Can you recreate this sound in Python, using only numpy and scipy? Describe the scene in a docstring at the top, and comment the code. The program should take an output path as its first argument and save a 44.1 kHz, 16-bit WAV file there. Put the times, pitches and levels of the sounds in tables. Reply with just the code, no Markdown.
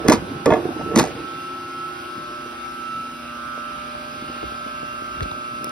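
"""A hard-walled workshop, where a soft-serve machine hums and whines near a hand-held phone.
A hand slides a plastic lid over a steel hopper and knocks it home in three rattling bursts: ringing modes,
loose clatter and scraping noise. Then the phone backs away through the standing waves of the motor tones,
made of swelling sines, and fingers shift on its case in short damped swings. Shaped noise makes the
roar, hiss and rumble, and a repeating rattle makes the buzz."""
import sys
import numpy as np
from scipy import signal
from scipy.fft import rfft, irfft
from scipy.io import wavfile
from scipy.ndimage import uniform_filter1d

SR = 44100
rng = np.random.default_rng(int(sys.argv[2]) if len(sys.argv) > 2 else 0)


def store_wav(level_fs):
    """Save 16-bit WAV to argv[1]."""
    pcm = np.round(np.clip(np.atleast_2d(level_fs), -1, 1) * 32767)
    wavfile.write(sys.argv[1], SR, pcm.T.astype(np.int16))


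N = 251800  # length in samples
MAINS_HZ = 59.97


def amp(db):
    """Turn decibels into a plain multiplier."""
    return 10 ** (np.asarray(db) / 20)


def unit(x):
    """Scale a sound to an rms of 1."""
    return x / np.sqrt(np.mean(x ** 2) + 1e-20)


def over_hz(points, hz):
    """Read a curve of (Hz, value) points, joined evenly in pitch."""
    f, value = np.transpose(points)
    return np.interp(np.log(hz + 1), np.log(f + 1), value)


def over_time(rows, t):
    """Read each column of a table as a curve over time; the first column is seconds."""
    s, *columns = np.transpose(rows)
    return [np.interp(t, s, column) for column in columns]


def add(mix, s, sound):
    """Lay a sound into the mix from s seconds on, cut off at the end of the mix."""
    part = mix[..., round(s * SR):][..., :sound.shape[-1]]
    part += sound[..., :part.shape[-1]]


def wander(fastest_hz):
    """A slow random drift of rms 1, summed from sines up to fastest_hz."""
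    t = np.arange(0, N / SR + 1, .01)
    slow = 0
    for f in fastest_hz * np.geomspace(.1, 1, num=12):
        slow = slow + np.sin(2 * np.pi * (f * t + rng.random())) / np.sqrt(f)
    return np.interp(np.arange(N) / SR, t, unit(slow))


def pair(common, opposed):
    """Left and right from what the two ports hear alike and what they hear with opposite sign."""
    return np.array([common + opposed, common - opposed])


def colour(x, shape):
    """Filter a sound by a curve of (Hz, dB) points."""
    return irfft(rfft(x) * amp(over_hz(shape, np.fft.rfftfreq(len(x), 1 / SR))), len(x))


def tone(hz, left_db, right_db, lead, slip=0):
    """One sine at both ports, left ahead by lead (rad); a moving slip (turns) blurs its pitch."""
    turn = 2 * np.pi * (hz * np.arange(N) / SR + rng.random() + slip)
    left = amp(left_db) * np.sin(turn + lead / 2)
    right = amp(right_db) * np.sin(turn - lead / 2)
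    return np.sqrt(2) * np.array([left, right])


def noise(shape, level_db, patchy_db):
    """Noise from random short spectra with drifting patches; shape and level_db add up in dB."""
    frames, hz = N // 256 + 5, np.fft.rfftfreq(1024, 1 / SR)
    a, b, patches = rng.standard_normal((frames, 513, 3)).T
    patches = uniform_filter1d(patches, size=10, axis=0)
    patches = unit(uniform_filter1d(patches, size=12, axis=1))
    frame_s = np.arange(frames) * 256 / SR
    db = over_hz(shape, hz)[:, None] + level_db(hz[:, None], frame_s) + patchy_db * patches
    return signal.istft((a + 1j * b) * amp(db), nperseg=1024, noverlap=768)[1][:N]


# How far ahead the left port hears a near source. Each row: pitch in Hz, left lead in radians.
PORT_LEAD = [(0, 0), (2070, -.1), (3190, 2.4), (3880, 1.), (5170, .4), (6550, 2.7), (8180, 3.6),
             (9730, 6.1), (11500, 6.7), (12600, 9.2), (14700, 9.9), (16500, 12.6)]
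# How much louder the left port hears it. Each row: pitch in Hz, left minus right in dB.
PORT_BALANCE = [(60, -.5), (200, -1.5), (380, -3), (700, -4), (1290, -3), (2380, -1.5), (4400, 0),
                (15000, 0)]


def ports(x):
    """A near source reaches the two ports with its own lead and balance."""
    hz = np.fft.rfftfreq(N, 1 / SR)
    half = amp(over_hz(PORT_BALANCE, hz) / 2) * np.exp(.5j * over_hz(PORT_LEAD, hz))
    return irfft(rfft(x) * np.array([half, 1 / half]), N)


def ring(modes, tilt_db, chance, scatter_db, centre_hz=500, focus_db=0):
    """One blow: the modes rise together, any focus favours those near centre_hz; peak 1."""
    hz, db, t60 = np.transpose(modes)[..., None]
    t = np.arange(9000) / SR
    size, detune = chance[..., None]
    octaves = np.log2(hz / centre_hz)
    focus = focus_db * np.minimum(abs(octaves), 1.3)
    db = db + scatter_db * size + tilt_db * octaves - focus - 60 * t / t60
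    swing = np.sin(2 * np.pi * hz * (1 + 0.021 * detune) * t)
    sound = (np.sign(detune) * amp(db) * swing).sum(0)
    sound = sound * (1 - np.exp(-t / 0.00049))  # quick rise in seconds
    return sound / abs(sound).max()


# The lid's own ringing tones over the hopper, before random scatter.
# Each row: pitch in Hz, relative level in dB, time to fade by 60 dB in seconds.
LID = [(79, -20, 0.12), (151.6, -11.5, 0.11), (253, 2.5, 0.036), (334, -3, 0.098), (454, 0, 0.05),
       (593, -9, 0.086), (725.4, -8.5, 0.09), (907, -7, 0.04), (1147, -10.5, 0.067), (1387, -16, 0.065),
       (1745, -8, 0.036), (2050, -14, 0.031), (2530, -20, 0.038), (3340, -15, 0.017)]
STRUCK_DB, STRUCK_T60_S = 3, 0.044


def struck(hz):
    """Lid modes, plus the patch of lid under the blow, which rings at its own pitch."""
    return [*LID, (hz, STRUCK_DB, STRUCK_T60_S)]


# The lid settles after a burst.
# Each row: start in seconds, first blow in dB, first rim tick in dB, number of bounces.
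SETTLE = [(0.581, -22.5, -55, 4), (1.036, -16.5, -28.5, 7)]
BOUNCE_GAP_S, BOUNCE_HZ = 0.011, 380  # both varied at random
BOUNCE_LOSS_DB, BOUNCE_TICK_LOSS_DB = 2, 2.5  # lost at each bounce


def bounces():
    """Uneven, ever weaker knocks as the lid settles, as rows like those of KNOCKS."""
    rows = []
    for s, blow_db, tick_db, many in SETTLE:
        gap, hard, where = rng.random((round(many), 3)).T
        k = np.arange(len(gap))
        starts = s + BOUNCE_GAP_S * (k + .6 * gap)
        blows = blow_db - BOUNCE_LOSS_DB * k
        ticks = tick_db - BOUNCE_TICK_LOSS_DB * k
        rows += zip(starts, blows, ticks, 0.43 * hard, BOUNCE_HZ * (0.76 + where))
    return rows


# Knocks of the lid. Each row: start in seconds, blow in dB, rim tick in dB before a trim,
# hardness from 0 to 1, most excited pitch in Hz.
KNOCKS = [(.050, -13.5, -38, 0, 457), (0.065, -12.5, -41, 0.5, 399), (.078, -10, -30, 0.7, 295),
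          (0.083, -3.5, -8.5, 0.92, 230), (.088, 4.5, -48, 0.38, 240), (0.097, -1, -11.5, 0.9, 300),
          (.106, -3, -26, 0.9, 610), (.115, -2, -41, 0.4, 306), (0.12, -3.5, -11.5, 0.5, 990),
          (.1255, -7, -11.5, 0, 336), (0.135, -6, -17, 0.1, 203), (.144, -20, -33, 0.2, 298),
          (.153, -25, -42, 0.6, 297), (.162, -17, -55, 0, 240), (.458, -6.5, -15.5, 0.9, 544),
          (.464, -2, -49, 0.7, 325), (.472, -6, -50, 0.2, 470), (.479, -4, -36, 0.3, 306),
          (.491, -2.5, -43, 0.2, 380), (.5045, -6.5, -33, 1, 695), (.509, -8.5, -47, 0.7, 333),
          (.514, -7.5, -50, 0.2, 150), (.518, -12, -43, .9, 1000), (.522, -4.5, -37, 0.9, 614),
          (.525, -11.5, -45, 0.7, 1180), (.527, -7, -42, 0.5, 342), (.536, -7.5, -32, 0.9, 334),
          (.540, -6.5, -45, 0.93, 720), (.556, -15, -46, 0.7, 1190), (0.567, -12, -42, 0.6, 678),
          (.576, -14, -50, 0.4, 460), (0.623, -40, -61, 0.3, 338), (.654, -11.5, -55, 0, 334),
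          (.688, -16.5, -58, 0.4, 327), (.706, -22, -58, .2, 240), (.768, -26, -58, 0.4, 325),
          (.794, -23, -57, 0.7, 610), (.799, -21, -57, .3, 300), (.811, -21.5, -56, 0.7, 780),
          (.813, -21, -58, 0.1, 173), (.832, -33, -63, .3, 765), (.836, -23, -58, 0, 165),
          (.861, -19.5, -58, .1, 270), (.874, -22, -58, 0, 283), (.889, -20, -58, .1, 262),
          (.904, -21, -58, .1, 300), (.914, -19, -49, 0.7, 402), (.921, -16.5, -50, .6, 450),
          (.936, -15, -50, .4, 210), (.944, -14, -48, 0.3, 233), (.955, -19, -28, .5, 300),
          (.959, -17, -9, 0.2, 487), (.963, -4, -42, 0.55, 244), (.967, -4, -30, 0.4, 224.6),
          (.974, -8, -14.5, 0.2, 231), (.979, -8, -31, .5, 328), (.985, -2.5, -14, 0.2, 328),
          (0.989, -10, -11, 0.7, 465), (0.994, -10, -15.5, 0.8, 783), (.998, -11.5, -22, 0.4, 120),
          (1.004, -9, -24, 1, 860), (1.011, -7.5, -27, 0.4, 246), (1.027, -9.5, -27, 0.05, 270),
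          (1.039, -12.5, -35, 0.5, 724)]
# Ringing of the rim against steel, before random scatter.
# Each row: pitch in Hz, relative level in dB, time to fade by 60 dB in seconds.
RIM = [(2720, -5, 0.015), (3620, -7, 0.015), (5120, -1, 0.017), (5700, 6, 0.0076), (6200, 13, 0.012),
       (8800, 2.5, 0.0084), (9800, 2.5, 0.0055), (11370, 0, 0.0044), (14900, -3, 0.0056)]
# Colour of the loose clatter after each tick. Each row: pitch in Hz, relative level in dB per Hz.
CLATTER = [(300, -20), (800, 12.5), (2000, 6), (3000, -0.5), (5000, 0.5), (7500, 0), (10000, -12),
           (13000, -11), (16000, -34)]
# The clatter's parts: a sharp crack, a grainy shake and a lingering tail, relative to each other.
CRACK_DB, SHAKE_DB, TAIL_DB = 6.5, -14, -28
CRACK_T60_S, SHAKE_T60_S, TAIL_T60_S = 0.011, 0.06, 0.19
# Strokes of the lid dragged over the steel. Each row: start in seconds, end in seconds,
# start level in dB, end level in dB, most excited pitch in Hz.
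DRAG = [(0., 0.031, -27, -31, 243), (0.028, 0.068, -39, -17.5, 460), (0.172, 0.272, -24, -38.5, 208),
        (0.269, 0.415, -32, -39, 350), (0.467, 0.556, -31, -32, 1117), (0.558, 0.66, -24.5, -23.5, 346),
        (0.582, 0.739, -31, -35.5, 730), (0.743, 0.86, -30, -39, 295), (0.906, 0.96, -31, -24, 276),
        (1.08, 1.17, -28.5, -41, 300), (1.15, 1.416, -33.5, -51, 313)]


def lid():
    """Knocks ring lid and rim and shake loose clatter; dragging feeds the lid a hail of tiny slips."""
    out, t = np.zeros(N), np.arange(9000) / SR
    # about 450 tiny contacts a second make the clatter grainy
    contacts = amp(4.1 * np.minimum(rng.exponential(1, N), 4)) * (rng.random(N) < 450 / SR)
    contacts = uniform_filter1d(contacts, size=60)
    loose = unit(colour(rng.standard_normal(N), CLATTER))
    grain = unit(0.45 + unit(contacts))
    clatter_rise = 1 - np.exp(-(t / 0.0017) ** 2)
    for s, blow_db, tick_db, hard, hz in [*KNOCKS, *bounces()]:
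        chance = rng.standard_normal((2, len(RIM) + len(LID) + 1))
        rim_chance, lid_chance = chance[:, :len(RIM)], chance[:, len(RIM):]
        tilt_db = 8.2 * (hard - .5)  # harder blows sound brighter
        body = ring(struck(hz), tilt_db, lid_chance, scatter_db=2.5, centre_hz=hz, focus_db=6.0)
        add(out, s, amp(blow_db) * body)
        add(out, s, amp(tick_db - 1.5) * ring(RIM, 0, rim_chance, scatter_db=6.5))
        span = slice(round(s * SR), round(s * SR) + len(t))
        crack = amp(CRACK_DB - 60 * t / CRACK_T60_S)
        shake = grain[span] * amp(SHAKE_DB - 60 * t / SHAKE_T60_S)
        tail = amp(TAIL_DB - 60 * t / TAIL_T60_S)
        add(out, s, amp(tick_db + 3.0) * (crack + shake + tail) * clatter_rise * loose[span])
    # about 800 slips a second, of random size and sign
    slips = amp(2.55 * np.minimum(rng.exponential(1, N), 5)) * rng.choice([-1, 1], N)
    slips = slips * (rng.random(N) < 800 / SR)
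    for start, end, start_db, end_db, hz in DRAG:
        n = round((end - start) * SR)
        chance = rng.standard_normal((2, len(LID) + 1))
        body = ring(struck(hz), -1.8, chance, scatter_db=0.5, centre_hz=hz, focus_db=6.5)
        feed = slips[round(max(start, 0) * SR):][:n + len(t)]
        scrape = unit(signal.oaconvolve(feed, body)[len(t):][:n])  # skip the build-up
        level = amp(np.linspace(start_db, end_db, n)) * signal.windows.tukey(n, .15)
        add(out, max(start, 0), level * scrape)
    return out


def workshop(x):
    """Echoes off hard walls as sparse random taps: middle pitches last longest, treble dies first."""
    taps = rng.standard_normal(SR // 2) * (rng.random(SR // 2) < .05)
    hz, t, z = signal.stft(taps, SR, nperseg=256)
    t60 = over_hz([(200, 0.083), (2000, 0.2), (10000, 0.051)], hz)[:, None]  # (Hz, s)
    tail = signal.istft(z * amp(-60 * t / t60), SR, nperseg=256)[1]
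    return signal.fftconvolve(x, tail / np.linalg.norm(tail))[:N]


def blip(hz, db, turns, glide, settle):
    """A few damped swings of the case; the pitch falls fast and settles at a share of hz; peak at db."""
    u = np.arange(round(8 * turns * SR / hz)) * hz / SR  # time in turns of hz
    phase = settle * u + glide * (1 - np.exp(-u / 2.64))
    swing = (1 - np.exp(-u / 0.039)) * np.exp(-u / turns) * np.sin(2 * np.pi * phase)
    return amp(db) * swing / abs(swing).max()


# Fingers on the phone case; the pitches are nominal, as each swing glides.
# Each row: start in seconds, opposed tick in dB, tick pitch in Hz, common thump in dB, thump pitch in Hz.
GRIP = [(2.179, -58, 250, -26.5, 206), (2.46, -47, 400, -26, 354), (3.578, -47, 500, -26.5, 490),
        (3.952, -21, 670, -37, 117), (4.223, -50, 500, -24.5, 250), (4.242, -42, 490, -25, 261),
        (4.287, -42, 500, -29, 250), (4.299, -43, 400, -25, 262), (4.365, -46, 500, -30, 280),
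        (4.4298, -19, 640, -24, 340), (4.439, -26, 403, -22, 324), (4.446, -37, 250, -34, 93),
        (4.522, -26, 600, -28, 241), (4.664, -25, 550, -24.5, 240), (4.831, -22, 600, -24.5, 260),
        (5.021, -27, 600, -26.5, 250), (5.207, -12, 1400, -36, 151), (5.2146, -27, 249, -20.5, 126),
        (5.222, -20, 447, -17, 66.6), (5.226, -32, 500, -24.5, 380), (5.258, -22, 594, -24.5, 211),
        (5.316, -17, 900, -34, 97), (5.629, -39, 600, -27, 305), (5.644, -25, 700, -26, 346),
        (5.67, -19, 1100, -30, 300)]
# Nail clicks on the case. Each row: start in seconds, level in dB, pitch in Hz,
# upper mode in dB relative to the lower, phase blur in radians before smoothing.
CLICKS = [(4.438, -34, 1930, -5, 0.75), (5.207, -16, 1650, -2, 0.17), (5.225, -24, 2150, 2, 0.62),
          (5.230, -23.5, 2200, 4, 0.68), (5.232, -27, 1690, 8, .6), (5.237, -33, 2260, 6, 1.1),
          (5.314, -20, 3740, -18, .3), (5.644, -15.5, 5310, 4.5, 1.9), (5.694, -21.5, 5660, -15, 1.6)]
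CLICK_UPPER, CLICK_T60_S = 2.02, 0.0054  # upper mode as a ratio of the lower; fade by 60 dB


def grip():
    """The case flexes: the ports feel ticks in opposition and thumps together; nails click on it."""
    common, opposed = np.zeros((2, N))
    for s, tick_db, tick_hz, thump_db, thump_hz in GRIP:
        add(opposed, s, blip(tick_hz, tick_db, turns=2.6, glide=2.3, settle=0.47))
        add(common, s, blip(thump_hz, thump_db, turns=0.95, glide=0.79, settle=0.87))
    snaps = np.zeros(N)
    t = np.arange(400) / SR
    for s, db, hz, upper_db, blur in CLICKS:
        turn = 2 * np.pi * hz * t + blur * uniform_filter1d(rng.standard_normal(len(t)), size=4)
        crack = np.sin(turn) + amp(upper_db) * np.sin(CLICK_UPPER * turn)
        fade = amp(db - 60 * t / CLICK_T60_S) * (1 - np.exp(-t / 0.00035))
        add(snaps, s, fade * crack)
    return pair(common, opposed) + ports(snaps)


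def crossings(nodes, multiple, t):
    """Level change in dB as the phone passes this tone's nodes and bellies, each a smooth bump."""
    db = 0
    for m, s, change_db, width in nodes:
        if round(m) == round(multiple):
            db = db + change_db * np.exp(-((t - s) / width) ** 2)
    return db


# Distance from the machine. Each row: time in seconds, distance from 0 (near) to 1 (far).
AWAY = [(0, 0.091), (2., 0.23), (3.8, 0.89), (4.4, 0.88), (5.71, 1)]
# Strongest motor tone, 22 times the mains, as the phone moves.
# Each row: time in seconds, left in dB, right in dB, left lead in radians.
WHINE = [(0.02, -51, -31.5, 2.9), (0.25, -52, -38, 3.3), (0.4, -51, -33, 3.8), (0.7, -38, -40.5, 3.9),
         (0.9, -31, -29, 6.1), (1.15, -47, -42, 7.4), (1.25, -37.5, -30, 5.3), (1.52, -30, -33.5, 5.5),
         (1.7, -34.5, -34.5, 6.6), (1.85, -30, -26.5, 5.3), (1.95, -41, -33, 8.7), (2.13, -30, -41, 13.7),
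         (2.35, -34.5, -32, 13.8), (2.53, -41, -34, 13.7), (2.65, -28, -40, 14.2), (2.83, -38.5, -28, 13.6),
         (2.97, -28, -26.5, 12.7), (3.18, -39.5, -37, 12), (3.5, -44, -29, 13.3), (3.68, -41, -29.5, 13.6),
         (4.05, -40.5, -33.5, 16.2), (4.55, -35, -30.5, 16.8), (5.3, -35, -30, 16.6),
         (5.71, -31, -30, 16.8)]
# Other mains multiples, before slow drift. Each row: multiple, near level in dB, far level in dB,
# left minus right in dB, left lead near in radians, left lead far in radians.
TONES = [(4, -58.5, -47, -1, 0, 0.15), (6, -41, -51, -4, 0.5, -1.9), (10, -59, -45.5, -4, -1.5, 0),
         (18, -51.5, -56, -6, -1.5, 2.3), (20, -48, -44, 5, 4, -2.2), (23, -58, -44.5, 3, 2, -1.9),
         (24, -50.5, -53.5, 2, -1.5, 2), (26, -48, -46.5, -4.5, 2.5, -1)]
# The phone crosses a node (minus) or belly (plus) of a standing wave.
# Each row: multiple of the mains, time in seconds, change in dB, half width in seconds.
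NODES = [(4, 1.3, -17, 0.27), (4, 2.85, 8.5, 0.96), (6, 0.42, -2, 0.78), (6, 1.6, 2, 0.51),
         (6, 3.42, -17, 0.47), (10, 2.37, 6, 0.2), (10, 2.85, -3.5, 0.45), (10, 3.9, 0, 0.24),
         (18, 1.2, 0, 0.34), (18, 2.1, 3.5, 0.43), (18, 2.93, -16, 0.46), (18, 3.53, 8.5, 0.34),
         (20, 3.1, -12, 0.1), (20, 3.43, 6, 0.28), (23, 3.1, -9, 0.27), (24, 1.7, 8.5, 0.11),
         (24, 2, 2, .1), (24, 1.98, 11, 0.2), (24, 2.8, -2, 0.17), (24, 2.9, 7, 0.12), (24, 3.53, 11, 0.18),
         (26, 1.07, -10, 0.14), (26, 1.8, -1.5, 0.17), (26, 0.91, 3, 0.079), (26, 3.08, -9, 0.19),
         (26, 3.77, -7, 0.14)]
# Fan whistle, before its swell and flutter. Rows in turn: left in dB, right in dB,
# left lead in radians; each row holds the near value, then the far one.
WHISTLE = [(-66, -51.5), (-51.5, -48.5), (2, 1.8)]
WHISTLE_HZ = 2745
# Slow swell of the whistle. Each row: time in seconds, change in dB.
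WHISTLE_SWELL = [(0, -2), (1.2, 2.5), (1.7, 3.5), (2.5, -1), (2.95, 6), (3.4, -3), (4.1, -1.5), (4.5, 1.5),
                 (5.1, 3.5), (5.71, -2)]
# Weaker shaft, fan and winding tones, before drift.
# Each row: pitch in Hz, near level in dB, far level in dB.
FAINT = [(152, -55, -60), (266, -47, -54), (800, -50, -60), (1064, -56, -55), (1855, -57, -71),
         (2159, -65, -62.5), (2288, -65, -58), (2794, -68, -60), (3182, -64, -64), (3354, -63, -68),
         (3461, -74, -64), (3615, -64, -66), (3946, -64, -68)]


def motor():
    """Mains multiples swell and fade through their standing waves; fan whistle and faint tones join."""
    t = np.arange(N) / SR
    out = tone(22 * MAINS_HZ, *over_time(WHINE, t))
    away = over_time(AWAY, t)[0]
    for k, near_db, far_db, tilt_db, near, far in TONES:
        db = near_db + away * (far_db - near_db) + 1.9 * wander(2.97) + crossings(NODES, k, t)
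        lead = near + away * (far - near) + 0.19 * wander(1.8)
        out += tone(round(k) * MAINS_HZ, db + tilt_db / 2, db - tilt_db / 2, lead)
    left_db, right_db, lead = (near + away * (far - near) for near, far in WHISTLE)
    flutter_db = 2.3 * wander(17.0) + over_time(WHISTLE_SWELL, t)[0]
    out += tone(WHISTLE_HZ, left_db + flutter_db, right_db + flutter_db, lead, 0.14 * wander(25.))
    for hz, near_db, far_db in FAINT:
        db = near_db + away * (far_db - near_db)
        high = hz > 2000
        apart = min(hz / 1100, 1)  # long waves waver less and reach both ports more alike
        db = db + (2.0 + 0.81 * apart) * wander(2.96)
        db = db - 5.1 * high * (abs(wander(14.)) - .8)  # high tones flutter in short patches
        left_db = db + 2.7 * apart * wander(3.3)
        lead = 1.06 * apart * wander(0.78)
        slip = hz * 8e-5 * wander(12.) + 0.06 * high * wander(30.)
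        out += tone(hz, left_db, db, lead, slip)
    return out


# Multiples of the compressor shaft turn (half the mains), rounded to whole numbers when played.
# Each row: multiple, near level in dB, far level in dB, before drift,
# left lead near in radians, left lead far in radians.
SHAFT = [(11, -45.5, -54, 0.14, 1.1), (21, -68, -56.5, 0, 2), (24, -53.5, -66, 0, 5),
         (29, -57, -60, -0.84, -2.5), (32, -63.5, -64.5, 0, 0.5), (42, -69, -54.5, 0, 3),
         (43, -54.5, -49.5, -1.3, -3), (45, -58, -52, -1, -2.5), (47, -59, -51.5, -0.6, -2),
         (49, -50.5, -61, 0, 2.5), (50, -58.5, -60, 0, 0), (51, -58, -60, 0, 0.5), (54, -69, -70, 0, -1),
         (56, -57.5, -54.5, 0, 1.5), (80.46, -60.5, -54, 1, 1.5), (84.3, -62, -59.5, 1, 1),
         (87.2, -65.5, -61.5, 0, 0)]
# Nodes and bellies of those lines; a row acts only where SHAFT has its rounded multiple.
# Each row: multiple, time in seconds, change in dB, half width in seconds.
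SHAFT_NODES = [(11, 2.4, 2.5, 0.48), (45, 2.7, 5.5, .3), (47, 3.63, 8.5, .3), (45, 3.55, 5, .2),
               (49, 3.5, 7, .25), (56, 2.8, 0, 0.34), (56, 3.7, 4, 0.34), (80, 3.3, -9, .25),
               (88, 3.4, 2, .4)]


def shaft():
    """Lines on multiples of the shaft turn, each swelling slowly on its own."""
    t = np.arange(N) / SR
    away = over_time(AWAY, t)[0]
    out = 0
    for k, near_db, far_db, near, far in SHAFT:
        db = near_db + away * (far_db - near_db) + 1.16 * wander(2.44) + crossings(SHAFT_NODES, k, t)
        left_db = db + 0.86 * wander(2.7)
        lead = near + away * (far - near) + .4 * wander(1.48)
        out = out + tone(round(k) * MAINS_HZ / 2, left_db, db, lead, 0.037 * wander(20.))
    return out


def buzz():
    """The compressor rattles once per shaft turn: a faint comb of lines that slowly changes its stroke."""
    turns = np.arange(N) * MAINS_HZ / 2 / SR
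    place = (turns % 1 * 1470).astype(int)  # 1470 steps in one turn
    strokes = rng.standard_normal((4, 1470))[:, place]
    rattle = sum(amp(5.6 * wander(1.24)) * stroke for stroke in strokes)
    shape = [(300, -40), (600, 1.0), (1400, -14), (1900, -2.5),
             (2600, -1.0), (3600, 4.5), (5000, 2.5), (6200, -35)]  # (Hz, dB)
    return amp(-51) * ports(unit(colour(rattle, shape)))


# Roar that both ports hear alike. Each row: pitch in Hz, relative level in dB per Hz.
ROAR = [(15, -58), (25, -42.5), (126, -4), (192, -11), (251, -4), (427, -11), (595, -11.5), (650, -11.5),
        (1130, -15.5), (1320, -8.5), (1410, -17), (1760, -17), (2750, -13), (5000, -28.5), (6500, -58),
        (11000, -120)]
# Roar that the ports hear in opposition. Each row: pitch in Hz, relative level in dB per Hz.
ROAR_OPPOSED = [(15, -64), (25, -29.5), (210, -19), (350, -4.5), (418, -9.5), (595, -2), (991, -6),
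                (1240, -7), (1320, -13), (1800, -15), (2690, -5.5), (4010, -15.5), (5000, -14), (6500, -70),
                (11000, -120)]
# How the roar changes, before each part's trim.
# Each row: time in seconds, roar level in dB, extra bass in dB.
ROAR_DB = [(0.0, -42.5, -10), (0.14, -42.5, 14), (0.92, -44.5, 12.5), (1.1, -42, 10), (1.29, -43, 2.5),
           (1.59, -45, 1.5), (4.04, -43.5, -2), (4.15, -44, 0), (5.71, -45, 7)]


def roar():
    """Fans and compressor as shaped noise, throbbing lightly at twice the mains."""
    s, db, bass_db = np.transpose(ROAR_DB)

    def level(hz, t):
        return np.interp(t, s, db) + np.interp(t, s, bass_db) / (1 + (hz / 350) ** 2)

    throb = 1 + 0.13 * np.sin(4 * np.pi * MAINS_HZ * np.arange(N) / SR)
    common = amp(-3.5) * noise(ROAR, level, patchy_db=2.0)
    opposed = amp(-11.0) * noise(ROAR_OPPOSED, level, patchy_db=1)
    return throb * pair(common, opposed)


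# Air hiss that both ports hear alike, strong near 10 kHz.
# Each row: pitch in Hz, relative level in dB per Hz.
HISS = [(2940, -37.5), (5000, 0), (6350, -10.5), (6870, -35), (7120, -46), (7220, -79), (7740, -38.5),
        (8590, -9), (11900, -9.5), (12800, -41), (13500, -47), (14800, -28.5), (15700, -18), (16200, -29),
        (16400, -28)]
# Air hiss that the ports hear in opposition, strong near 7 and 14 kHz.
# Each row: pitch in Hz, relative level in dB per Hz.
HISS_OPPOSED = [(2940, -34), (5000, -4), (5500, 0), (8100, 0.5), (9310, -5.5), (9930, -19), (10100, -43),
                (10500, -40), (11100, -12.5), (12900, -3), (15500, -19), (15900, -19), (16400, -61)]
HISS_DB = -53  # rms of the common part


def hiss():
    """Air hiss: shaped noise with no change of overall level."""
    def still(hz, t):
        return 0 * t

    common = unit(noise(HISS, still, patchy_db=2.0))
    opposed = unit(noise(HISS_OPPOSED, still, patchy_db=1.5))
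    return amp(HISS_DB) * pair(common, amp(-1.0) * opposed)


# Brief swells of the rumble. Each row: time in seconds, added level in dB.
JOLTS = [(.03, -36), (.14, -35), (1.0, -38), (1.2, -46), (3.98, -47), (4.45, -39), (5.24, -29)]
JOLT_RISE_S, JOLT_FALL_S = 0.032, 0.04
REST_DB, CARRY_DB, CARRY_FROM_S = -60, -52, 2.3  # level at rest, then while carried


def rumble():
    """Lumpy bass noise, nearly alike at both ports, with jolts and a higher level once carried."""
    t = np.arange(N) / SR
    shape = [(15, -24.0), (40, 5.0), (70, 10.0), (110, -25), (200, -70)]  # (Hz, dB)
    lumps = unit(colour(rng.standard_normal(N), shape))
    carried = np.clip((t - CARRY_FROM_S) / JOLT_RISE_S, 0, 1)
    level = amp(REST_DB + (CARRY_DB - REST_DB) * carried)
    for s, db in JOLTS:
        level = level + amp(db) * np.exp(-abs(t - s) / np.where(t < s, JOLT_RISE_S, JOLT_FALL_S))
    return level * lumps * np.array([[1.1], [.9]])  # left a little louder


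def scene():
    """Lid, machine, wall echoes, fingers and rumble together."""
    knocks = lid()
    machine = motor() + shaft() + buzz() + roar() + hiss()
    walls = amp(-18.0) * pair(0, workshop(knocks))  # echoes from the sides
    near = ports(knocks + amp(-11.5) * workshop(knocks))
    return machine + near + walls + grip() + rumble()


EDGE_HZ = 16500


def record(dry):
    """Bass roll-off of the microphone, soft overload on the loudest knocks, then the band limit."""
    lean = signal.sosfilt(signal.butter(2, 60., "high", fs=SR, output="sos"), dry)
    soft = 0.89 * np.tanh(lean / 0.94)
    band = signal.firwin(511, EDGE_HZ, window=("kaiser", 9), fs=SR)
    return signal.oaconvolve(soft, band[None], "same")


dry = scene()
out = record(dry)
store_wav(out)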